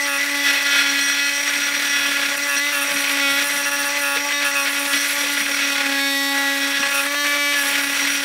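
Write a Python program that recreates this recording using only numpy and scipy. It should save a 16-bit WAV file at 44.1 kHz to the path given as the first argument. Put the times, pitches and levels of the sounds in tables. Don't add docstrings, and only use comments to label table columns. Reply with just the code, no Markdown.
import sys
import numpy as np
from scipy import signal
from scipy.fft import rfft, irfft, next_fast_len
from scipy.io import wavfile
from scipy.ndimage import uniform_filter1d

SR = 44100
rng = np.random.default_rng(int(sys.argv[2]) if len(sys.argv) > 2 else 0)


def inscribe(sig):
    pcm = np.round(np.clip(np.atleast_2d(sig).T, -1, 1) * 32767)
    wavfile.write(sys.argv[1], SR, pcm.astype(np.int16))


def gain_from_decibels(decibels):
    exponent = np.asarray(decibels, float) / 20
    return 10 ** exponent


N = 363384
TIME = np.arange(N) / SR

# start t/s, end t/s, level/dB, share locked to every second stroke [0-1]
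BOUNCES = [(.07, .18, -36.5, 1), (1.95, 2.3, -38, 0), (2.365, 2.385, -33, .7), (2.475, 2.562, -34.5, 1),
           (2.578, 2.598, -33, .7), (2.725, 2.795, -32.5, .75), (2.795, 2.808, -40, .75),
           (2.808, 2.84, -32.5, .75), (2.94, 2.97, -36, .3), (2.99, 3.03, -35.5, .3),
           (3.22, 3.37, -38.5, .5), (3.44, 3.49, -34, .7), (3.53, 3.56, -35, .8), (3.58, 3.62, -35, .8),
           (3.655, 3.697, -33.5, .9), (3.712, 3.762, -34, .85), (3.785, 3.828, -33.5, .8),
           (3.845, 3.887, -34, .85), (3.983, 4.0, -34, .6), (4.012, 4.09, -34, 1), (4.09, 4.168, -35.5, 1),
           (4.445, 4.475, -32.5, 1), (4.475, 4.51, -35, .8), (4.55, 4.62, -34.5, 1),
           (4.62, 4.655, -34.5, .5), (4.69, 4.73, -36, .3), (4.79, 4.86, -34.5, .3),
           (4.872, 4.928, -33.5, .8), (4.928, 4.972, -34, .2), (5.005, 5.022, -35.5, .2),
           (5.033, 5.047, -33.5, .2), (5.055, 5.095, -36.5, .2), (5.095, 5.36, -40.5, 0),
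           (5.38, 5.43, -35, .2), (5.47, 5.6, -37, .2), (6.9, 6.935, -36, .3), (6.935, 7.0, -32.5, .75),
           (7.0, 7.035, -35, .6), (7.035, 7.07, -38, 0), (7.555, 7.635, -34.5, .3), (7.635, 7.8, -38, 0),
           (7.8, 7.96, -36.5, .2), (7.96, 8.06, -39, 0), (8.08, 8.17, -34, 0)]


def curves(table):
    s, *columns = np.transpose(table)
    return [np.interp(TIME, s, c) for c in columns]


def spells(table, column=2, rest=0., size=300):
    out = np.full(N, 1. * rest)
    for row in table:
        out[int(row[0] * SR):int(row[1] * SR)] = row[column]
    return uniform_filter1d(out, size=size)


def unit(x):
    return x / np.sqrt(np.mean(x ** 2))


def walk(rate):
    knots = uniform_filter1d(rng.standard_normal(int(rate * 25) + 3), size=3) * np.sqrt(3)
    return np.interp(TIME, np.arange(len(knots)) / (3 * rate), knots)


def ring(x, modes):
    total = 0
    for hz, width, db in modes:
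        total = total + gain_from_decibels(db) * signal.lfilter(*signal.iirpeak(hz, hz / width, SR), x)
    return unit(total)


def gate(phase, sharp, lag=0.):
    return np.exp(sharp * (np.cos(2 * np.pi * (phase - lag)) - 1))


def shoves_db():
    shoves = [(0.027, 0.04, -6), (0.277, 0.17, -1.5), (0.484, 0.08, 3.5), (0.568, 0.029, 2),
              (0.63, 0.037, -1.5), (0.665, 0.012, 2.5), (1.407, 0.056, -1.5), (7.35, .06, -1),
              (8.131, 0.054, -0.5), (4.991, 0.023, -3), (6.94, 0.035, 1.5), (0.781, 0.098, 4.5),
              (1.11, 0.15, 1.03), (1.603, 0.27, -1), (1.995, 0.11, 3), (2.373, 0.12, -2.5),
              (2.865, 0.033, -3), (3.289, 0.12, 4), (3.632, 0.031, -2.5), (3.705, .016, -4),
              (3.771, 0.018, -4), (3.834, .018, -4), (3.905, .03, -2.5), (4.007, .014, -3),
              (1.82, .06, -1.5), (5.024, .012, -3), (6.62, .06, -1.5), (3.932, 0.059, -2),
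              (4.164, 0.017, 5), (4.238, 0.082, -3), (4.465, 0.032, 3.5), (4.527, 0.022, -2.5),
              (4.727, 0.057, -1), (4.938, 0.026, 7), (4.971, 0.013, 3.5), (5.156, 0.043, -4),
              (5.392, 0.035, 2.5), (5.44, 0.03, -3), (6.699, 0.074, -3), (7.006, 0.039, 4),
              (7.11, 0.092, -2.5), (7.446, 0.14, 2), (7.591, 0.052, 1.5), (7.988, 0.03, -1.5),
              (8.201, 0.042, -2)]
    return sum(db * np.exp(-(2 * (TIME - s) / length) ** 2 / 2) for s, length, db in shoves)


def stroke_hz(locked):
    # t/s, stroke rate f/Hz
    speed = [(0, 283.8), (.3, 285.6), (.95, 280.8), (1.45, 285), (2.3, 282.6), (2.68, 289.2), (2.95, 282.8),
             (3.3, 280.9), (3.46, 287), (4.3, 286.9), (4.7, 283.8), (5.35, 285.3), (6.0, 277.5),
             (6.85, 279.2), (7.2, 289), (7.53, 288.2), (7.65, 282.3), (8.24, 280.7)]
    recover_s, brake_hz, brake_hz_per_db = .04, 5.5, .25
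    keep = np.exp(-1 / (recover_s * SR))
    load_hz = brake_hz * locked + brake_hz_per_db * shoves_db()
    return curves(speed)[0] - signal.lfilter([1 - keep], [1, -keep], load_hz) + .45 * walk(9.)


def wobble(repeat):
    sways = [
        (.3, .9, .1),
        (1.5, 2.4, .24),
        (5.33, 5.95, .27),
        (6.75, 6.92, .25),
        (7.78, 8.3, .22),
    ]
    depth = spells(sways, rest=.06, size=4000) * np.minimum(2.5 - 2.5 * repeat, 1.2)
    wobble_hz = 36.77 + 4 * walk(5.)
    return depth * np.exp(2j * np.pi * np.cumsum(wobble_hz) / SR)


def hum(phase, hum_db, locked, repeat, sway):
    level_db = hum_db - 2.5 * locked + 3.6 * (1 - repeat) * walk(14.)
    return np.sqrt(2) * np.cos(2 * np.pi * phase) * (1 + .6 * sway.real) * gain_from_decibels(level_db)


def favour(multiple):
    # start t/s, end t/s, multiple of the stroke rate, level/dB
    favoured = [(.36, 1.2, 12, 7), (.66, 1.45, 11, 4), (.5, 1.3, 15, 8), (.66, 1.45, 10, -4),
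                (1.0, 1.3, 9, 3), (1.3, 1.5, 5, -7), (1.9, 2.1, 5, -4), (1.95, 2.3, 7, -5),
                (2.62, 2.7, 12, 6), (3.22, 3.37, 5, 4), (3.22, 3.37, 6, -8), (3.22, 3.32, 8, 8),
                (1.9, 2.3, 12, 5), (3.2, 3.45, 12, 6), (2.62, 2.7, 13, 5), (4.33, 4.41, 13, 7),
                (4.33, 4.41, 20, 8), (4.33, 4.41, 11, -4), (5.25, 5.4, 9, -9), (5.25, 5.4, 6, -5),
                (5.25, 5.4, 7, -4), (5.62, 5.78, 9, 3), (5.62, 5.78, 6, -6), (5.93, 6.09, 6, 5),
                (5.99, 6.09, 8, 7), (6.0, 6.1, 7, -3), (7.08, 7.36, 6, 3), (6.1, 6.2, 5, -7),
                (6.1, 6.2, 6, -4), (6.33, 6.6, 13, -6), (6.33, 6.6, 16, -6), (6.35, 6.56, 6, 3),
                (6.3, 6.5, 3, 5), (6.5, 6.8, 5, -4), (6.12, 6.6, 7, 3), (6.34, 6.47, 9, -10),
                (6.3, 6.6, 20, -6), (6.62, 6.78, 14, 7), (6.62, 6.78, 12, 6), (6.78, 6.92, 6, 6),
                (6.9, 7.05, 7, -6), (6.9, 7.05, 5, 4), (7.06, 7.16, 7, 3), (7.15, 7.25, 8, -10),
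                (7.15, 7.25, 12, -10), (7.15, 7.25, 11, 4), (7.15, 7.25, 14, 7), (7.15, 7.25, 15, 6),
                (7.55, 7.65, 6, 6), (7.55, 7.8, 7, -5)]
    # start t/s, end t/s, level/dB
    whistles = [(0, .07, 10), (.07, .18, 1.5), (.18, .36, 5.5), (.36, .47, 4), (.47, .66, 2.5),
                (2.3, 2.47, 4), (2.6, 2.72, 3.5), (3.0, 3.22, 3.5), (4.21, 4.33, 5.5), (4.33, 4.44, 2.5),
                (2.475, 2.6, 0.5), (2.73, 2.84, -3), (4.0, 4.18, 0), (4.45, 4.51, -2), (4.51, 4.55, 5),
                (4.55, 4.66, 0), (3.89, 3.98, 4), (5.5, 5.9, 0)]
    rows = [row for row in favoured if row[2] == multiple]
    near_whistle = 5 <= multiple <= 13
    if not rows and not near_whistle:
        return 1
    db = spells(rows, column=3, size=1100)
    if near_whistle:
        db = db + spells(whistles, size=700) * (1 if multiple == 7 else -.9)
        db = np.minimum(db, 9)
    return gain_from_decibels(db)


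def buzz(phase, buzz_db, housing_db, rough, wedged, skimming):
    # multiple of the stroke rate, level/dB
    biting_tones = [(1, -11), (2, -7), (3, -7), (4, -8), (5, 2.5), (6, 5), (7, 6.5), (8, -3.5), (9, 3),
                    (10, -1.5), (11, -3), (12, -3), (13, -4.5), (14, -7), (15, -9.5), (16, -9), (17, -14.5),
                    (18, -16), (19, -6.5), (20, -1.5), (21, -8), (22, -19.5)]
    # multiple of the stroke rate, level/dB
    wedged_tones = [(1, -5), (2, -11), (3, -12), (4, -13), (5, -13), (6, -7), (7, 0), (8, -7), (9, -8),
                    (10, -13), (11, -12), (12, -9), (13, -3), (14, -6), (15, -16), (16, -6), (17, -20),
                    (18, -19), (19, -11), (20, -10), (21, -16), (22, -17)]
    # multiple of the stroke rate, level/dB
    skimming_tones = [(1, -12), (2, -10), (3, -18), (4, -8), (5, -10), (6, -2), (7, -4), (8, 0), (9, -8),
                      (10, -10), (11, -8), (12, -10), (13, -7), (14, -15), (15, -14), (16, -15), (17, -22),
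                      (18, -21), (19, -11), (20, -21), (21, -11), (22, -21)]
    # multiple of the stroke rate, spread [multiples], level/dB
    blade_peaks = [(29.1, 1.5, 7), (40.3, .9, 6), (45, 1.6, 10), (51, 1.5, 11)]
    biting = np.maximum(1 - wedged - skimming, 0)
    db = np.array([biting_tones, wedged_tones, skimming_tones])[:, :, 1]
    tail = db[:, -1:] - 0.2962 * np.arange(1, 31) + 1.2 * rng.standard_normal((3, 30))
    tail = tail + np.array([[0.], [-4.], [0.]])
    for multiple, spread, lift_db in blade_peaks:
        tail = tail + lift_db * np.exp(-((np.arange(23, 53) - multiple) / spread) ** 2)
    gains = gain_from_decibels(np.hstack([db, tail]))
    gains = gains / np.sqrt(np.sum(gains[:, 4:17] ** 2, axis=1, keepdims=True) / 2)
    creep = .15
    turn = np.exp(2j * np.pi * (phase + .006 * rough * walk(45.)))
    housing = gain_from_decibels(housing_db + 12.5 + 2.45 * rough * walk(24.))
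    blade = gain_from_decibels(buzz_db + 2.2 * rough * walk(22.))
    tone, low, high = turn, 0, 0
    for multiple in range(2, gains.shape[1] + 1):
        tone = tone * turn
        bite_gain, wedge_gain, skim_gain = gains[:, multiple - 1]
        size = bite_gain * biting + wedge_gain * wedged + skim_gain * skimming
        size = size * favour(multiple)
        start = 2 * np.pi * rng.random()
        across = tone.real * (np.cos(start) + creep * walk(6.))
        along = tone.imag * (np.sin(start) + creep * walk(6.))
        part = size * (across + along)
        if multiple <= 4:
            low = low + part
        else:
            high = high + part
    return housing * low + blade * high


def rasp(phase, rasp_db, bright_db, coupling_db):
    # f/Hz, level/dB (per Hz)
    colour = [(40, -83), (130, -23), (380, -16), (600, -3), (780, -12.5), (1300, -5.5), (2000, 3.5),
              (2900, -4.5), (3600, -4.5), (5000, -9.5), (7000, -15.5), (9000, -17.5), (10600, -18),
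              (12500, -19), (14000, -18.5), (15700, -21)]
    # f/Hz, width f/Hz, level/dB
    timber = [(1444, 16, -2), (1630, 63, -6), (2260, 200, -4), (2510, 77, -2), (3410, 41, -7.5),
              (3120, 190, -9)]
    usual_db, treble_share = -19.5, 0.28
    puffs = gate(phase, 0.37) + 0.57 * gate(phase, 6.9, lag=0.4) + 0.25
    grit = rng.standard_normal(N) * puffs * gain_from_decibels(1.53 * walk(150.) + .4 * walk(18.))
    size = next_fast_len(N)
    tear = rfft(grit, size)
    octave = np.log2(np.maximum(np.arange(len(tear)) * SR / size, 20))
    colour_hz, colour_db = np.transpose(colour)
    tear = tear * gain_from_decibels(np.interp(octave, np.log2(colour_hz), colour_db))
    tear = tear / np.std(irfft(tear, size))
    out = 0
    for mode in timber:
        out = out + ring(grit, [mode]) * gain_from_decibels(mode[2] + 3.9 * walk(18.0))
    out = out * gain_from_decibels(rasp_db - 12.5)
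    out = out + ring(grit, [(1990, 110, 0)]) * gain_from_decibels(np.interp(TIME, [.38, .5], [-31, -45]))
    for centre in np.arange(5.5, 14.5, .5):
        share = np.interp(centre, [11.4, 12.5], [1, treble_share])
        flicker_db = 1.2 * walk(14.) + bright_db * np.exp(-(centre - 11.7) ** 2 / .3)
        flicker_db = flicker_db + coupling_db * (centre < 9.6)
        band = irfft(tear * np.clip(1 - 2 * abs(octave - centre), 0, 1), size)[:N]
        out = out + band * gain_from_decibels(usual_db + share * (rasp_db - usual_db) + flicker_db)
    return out


def steel(phase, ring_db):
    # f/Hz, width f/Hz, level/dB
    low_modes = [(5724, 39, 13.5), (4240, 27, 7), (5840, 430, -7), (8050, 65, -5), (8340, 64, 2),
                 (9660, 50, -4.5), (11230, 120, -16), (15600, 290, -22), (12000, 250, -21)]
    # f/Hz, width f/Hz, level/dB
    upper_modes = [(11160, 65, 4), (8450, 90, 0), (12520, 50, 1), (9910, 70, -5), (7190, 60, -6),
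                   (13130, 80, -8), (15200, 120, -10), (11600, 150, -8)]
    # start t/s, end t/s, level/dB
    loose = [
        (.66, .92, 3),
        (1.0, 1.5, 3.5),
        (2.25, 2.45, -0.5),
    ]
    # start t/s, end t/s, level/dB over their rest
    singing = [
        (2.8, 2.86, 13),
        (2.86, 3.42, 7.5),
        (3.42, 3.6, 12.5),
        (4.68, 5.05, 12),
        (5.05, 5.34, 15),
        (5.34, 5.6, 5),
        (6.94, 7.07, 13),
        (7.57, 7.62, 13),
        (7.62, 7.74, 17),
        (7.75, 8.3, 8),
    ]
    shake = rng.standard_normal((2, N)) * (gate(phase, 0.39) + .5)
    low = ring(shake[0] * gain_from_decibels(3 * walk(26.)), low_modes)
    upper = ring(shake[1] * gain_from_decibels(3.2 * walk(18.)), upper_modes)
    low_db = ring_db + 6.0 + spells(loose, size=1500)
    upper_db = -42.5 + spells(singing, size=1500)
    return low * gain_from_decibels(low_db) + upper * gain_from_decibels(upper_db)


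def garage():
    # t/s, rumble level/dB
    rumble_db = [
        (0, -64),
        (4.9, -69),
        (5.3, -59.5),
        (7.1, -63),
        (8.24, -63),
    ]
    rumble = ring(ring(rng.standard_normal(N), [(57.36, 93.0, -4)]), [(60, 150, 0)])
    return gain_from_decibels(curves(rumble_db)[0]) * rumble


def chatter(phase, held):
    # f/Hz, width f/Hz, level/dB
    knock_modes = [(1280, 100, 7.5), (1540, 100, 7), (1700, 70, 6.5), (2530, 70, 14), (2670, 60, 11.5),
                   (980, 100, 0), (1130, 120, 1), (1830, 150, 0), (3700, 700, -12)]
    mode_lag_s, rebound = .0011, .25
    strokes = np.arange(1, int(phase[-1]) - 1)
    chance = rng.standard_normal((len(strokes), 2)).T
    s = np.interp(strokes, phase, TIME)
    locked = np.interp(s, TIME, held)
    slack = np.maximum(1 - 1.05 * locked, .1)
    when = np.searchsorted(phase, strokes + .2 + .07 * slack * chance[0])
    blows = np.zeros(N)
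    blows[when] = np.where(strokes % 2, 1, rebound) * gain_from_decibels(7 * locked + 8.0 * slack * chance[1])
    knock = 0
    for k, mode in enumerate(knock_modes):
        mode_db = mode[2] + 10 * np.log10(mode[1]) + 2 * walk(14.)
        knock = knock + np.roll(ring(blows, [mode]), int(k * mode_lag_s * SR)) * gain_from_decibels(mode_db)
    knock = ring(unit(knock), [(2200, 2600, 0)])
    spray = rng.standard_normal(N) * (gate(phase / 2, 0.45, lag=0.79) + 1.7 * gate(phase, 1.1, lag=0.62))
    sizzle = ring(spray, [(9600, 750, 7.5), (11900, 1300, 1), (14900, 900, -2), (6300, 2100, -6)])
    bounce_db = spells(BOUNCES, rest=-41.5)
    bounce_db = bounce_db + .9 * np.minimum(bounce_db + 36, 0)
    return (knock * gain_from_decibels(8.5 + 6 * held) + sizzle * gain_from_decibels(4.0 + 2 * held)) * gain_from_decibels(bounce_db)


def bumps():
    # t/s, level/dB, f/Hz
    thuds = [(.17, -46, 178), (2.932, -48, 190), (3.302, -43, 149.4), (5.23, -34, 540.6),
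             (5.484, -32, 518.3), (4.935, -38, 250), (3.52, -42, 188.2), (4.155, -34, 480),
             (4.17, -48, 130), (4.931, -39, 545), (5.402, -42, 204.7), (6.791, -34, 255.6),
             (6.861, -43, 232.7), (7.05, -54, 55), (7.851, -46, 201)]
    t60, attack_s = 0.16, 0.0056
    out, t = np.zeros(N), np.arange(int(.2 * SR)) / SR
    fade = np.exp(-np.log(1000) * t / t60) * np.minimum(t / attack_s, 1)
    for s, db, hz in thuds:
        thud = ring(rng.standard_normal(len(t)), [(hz, hz * 0.059, 0)]) * fade
        out[int(s * SR):int(s * SR) + len(t)] += gain_from_decibels(db + 5) * thud
    return out


def shudder():
    shakes = [
        (.8, 1.12, 7.7),
        (1.5, 2.4, 9.9),
        (2.88, 2.99, 16.5),
        (3.2, 3.9, 10.1),
        (3.95, 4.95, 3.8),
        (5.1, 5.7, 6.1),
        (7.6, 8.3, 10.5),
    ]
    shaking = ring(ring(rng.standard_normal(N), [(133, 23, -5), (233, 113, 9)]), [(171, 700, 0)])
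    return gain_from_decibels(-60.5 + spells(shakes, size=3000)) * shaking


def scene():
    # t/s, level/dB
    pressure = [(0, -37.5), (.4, -32), (.6, -37), (.95, -31.5), (1.08, -35.5), (1.4, -38.5), (1.8, -37.5),
                (2.7, -36), (3.03, -33.5), (3.3, -28), (3.46, -36), (4.6, -36.5), (4.86, -29), (4.9, -40),
                (4.95, -30), (5.0, -39), (5.15, -39), (5.22, -33.5), (5.45, -32), (6.05, -28.5),
                (6.48, -29), (6.85, -35.5), (8.24, -32.5)]
    # t/s, level/dB of its low overtones
    grip = [(0, -33), (.6, -31.5), (1.0, -38.5), (2.0, -35), (2.3, -33), (4.85, -30.5), (5.0, -39),
            (5.25, -33), (5.55, -38), (5.75, -31), (7.7, -30), (8.15, -39.5), (8.24, -30.5)]
    # start t/s, end t/s, repeating share of the power [0-1]
    grooved = [(0, .06, 0.54), (.18, .36, 0.57), (.36, .46, 0.81), (.46, .65, 0.49), (.65, 1.0, 0.63),
               (1.0, 1.4, 0.75), (1.4, 1.47, 0.53), (1.47, 1.62, 0.26), (1.9, 2.08, 0.74), (2.08, 2.3, 0.4),
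               (2.39, 2.47, 0.53), (2.6, 2.64, 0.99), (2.64, 2.69, 0.9), (2.69, 2.72, 0.76),
               (2.95, 3.1, 0.2), (3.1, 3.2, 0.45), (3.2, 3.38, 0.68), (3.38, 3.45, 0.32),
               (4.19, 4.25, 0.63), (4.25, 4.33, 0.42), (4.41, 4.445, 0.4), (1.62, 1.9, .45),
               (4.33, 4.41, 0.94), (4.51, 4.55, 0.5), (5.3, 5.37, 0.76), (5.62, 5.75, 0.66),
               (5.85, 5.95, 0.63), (5.95, 6.0, 0.81), (6.0, 6.33, 0.96), (6.33, 6.4, 0.77), (6.4, 6.6, 0.8),
               (6.6, 6.9, 0.46), (7.07, 7.13, .75), (7.155, 7.245, .97), (7.27, 7.32, 0.78),
               (7.32, 7.385, 0.49), (7.385, 7.525, 1), (7.56, 7.63, 0.74), (8.17, 8.3, 0.68)]
    # start t/s, end t/s, share [0-1]
    skims = [
        (.25, .45, 0.14),
        (2.6, 2.8, 0.34),
        (4.33, 4.42, 0.55),
        (7.06, 7.36, 0.93),
        (7.36, 7.56, 0.88),
    ]
    wedges_from_db, wedges_over_db = -34, 6

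    locked = np.clip(spells(BOUNCES, column=3), 0, 1)
    hz, hum_db = stroke_hz(locked), curves(pressure)[0]
    housing_db = curves(grip)[0] + 4.9 * locked

    repeat = np.maximum(spells(grooved, rest=0.26), .55 * locked).clip(.02, .99)
    cut_db = -20.5 + shoves_db()
    buzz_db = cut_db + 10 * np.log10(repeat)
    rasp_db = cut_db + 10 * np.log10(1 - repeat) - 13 * locked
    rough = np.clip((rasp_db - buzz_db + 10.5) / 10, 0, 1)

    wedged = np.clip((hum_db - wedges_from_db) / wedges_over_db, 0, 1)
    wedged = wedged * (1 - locked) * np.clip(2.4 * repeat - 1.1, .2, 1)
    skimming = np.clip(spells(skims, size=1500), 0, 1 - wedged)

    sway = wobble(repeat)
    steady = np.cumsum(hz) / SR
    phase = steady - .04 * sway.imag

    ring_db = -36 - 0.36 * (housing_db + 33.5) - 0.69 * np.maximum(hum_db - wedges_from_db, 0)
    ring_db = ring_db + 4 * np.log10(1 - repeat) + 1

    mono = hum(phase, hum_db, locked, repeat, sway)
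    mono = mono + buzz(phase, buzz_db, housing_db, rough, wedged, skimming) * (1 + 0.88 * sway.real)
    torn = rasp(steady, rasp_db, .5 * shoves_db(), 0.26 * (housing_db + 18.5))
    mono = mono + torn * (1 + 0.43 * sway.real)
    mono = mono + steel(steady, ring_db) + garage()
    mono = mono + chatter(steady, locked) + bumps() + shudder()
    return np.array([mono, mono])


def band_limit(x):
    return signal.sosfilt(signal.butter(12, 16710, fs=SR, output="sos"), x)


def record(dry):
    # f/Hz, width f/Hz, share taken out [0-1]
    port_dips = [(10430, 320, 0.41), (14100, 2000, 0.32)]
    bass = signal.butter(2, 48, "high", fs=SR, output="sos")
    top = signal.ellip(12, .3, 60, 15730, fs=SR, output="sos")
    for hz, width, share in port_dips:
        dry = dry - share * signal.lfilter(*signal.iirpeak(hz, hz / width, SR), dry)
    rounded = np.tanh(1.297 * dry) / 1.5
    mix = signal.sosfilt(np.vstack([bass, top]), rounded)
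    return band_limit(mix)


dry = scene()
out = record(dry)
inscribe(out)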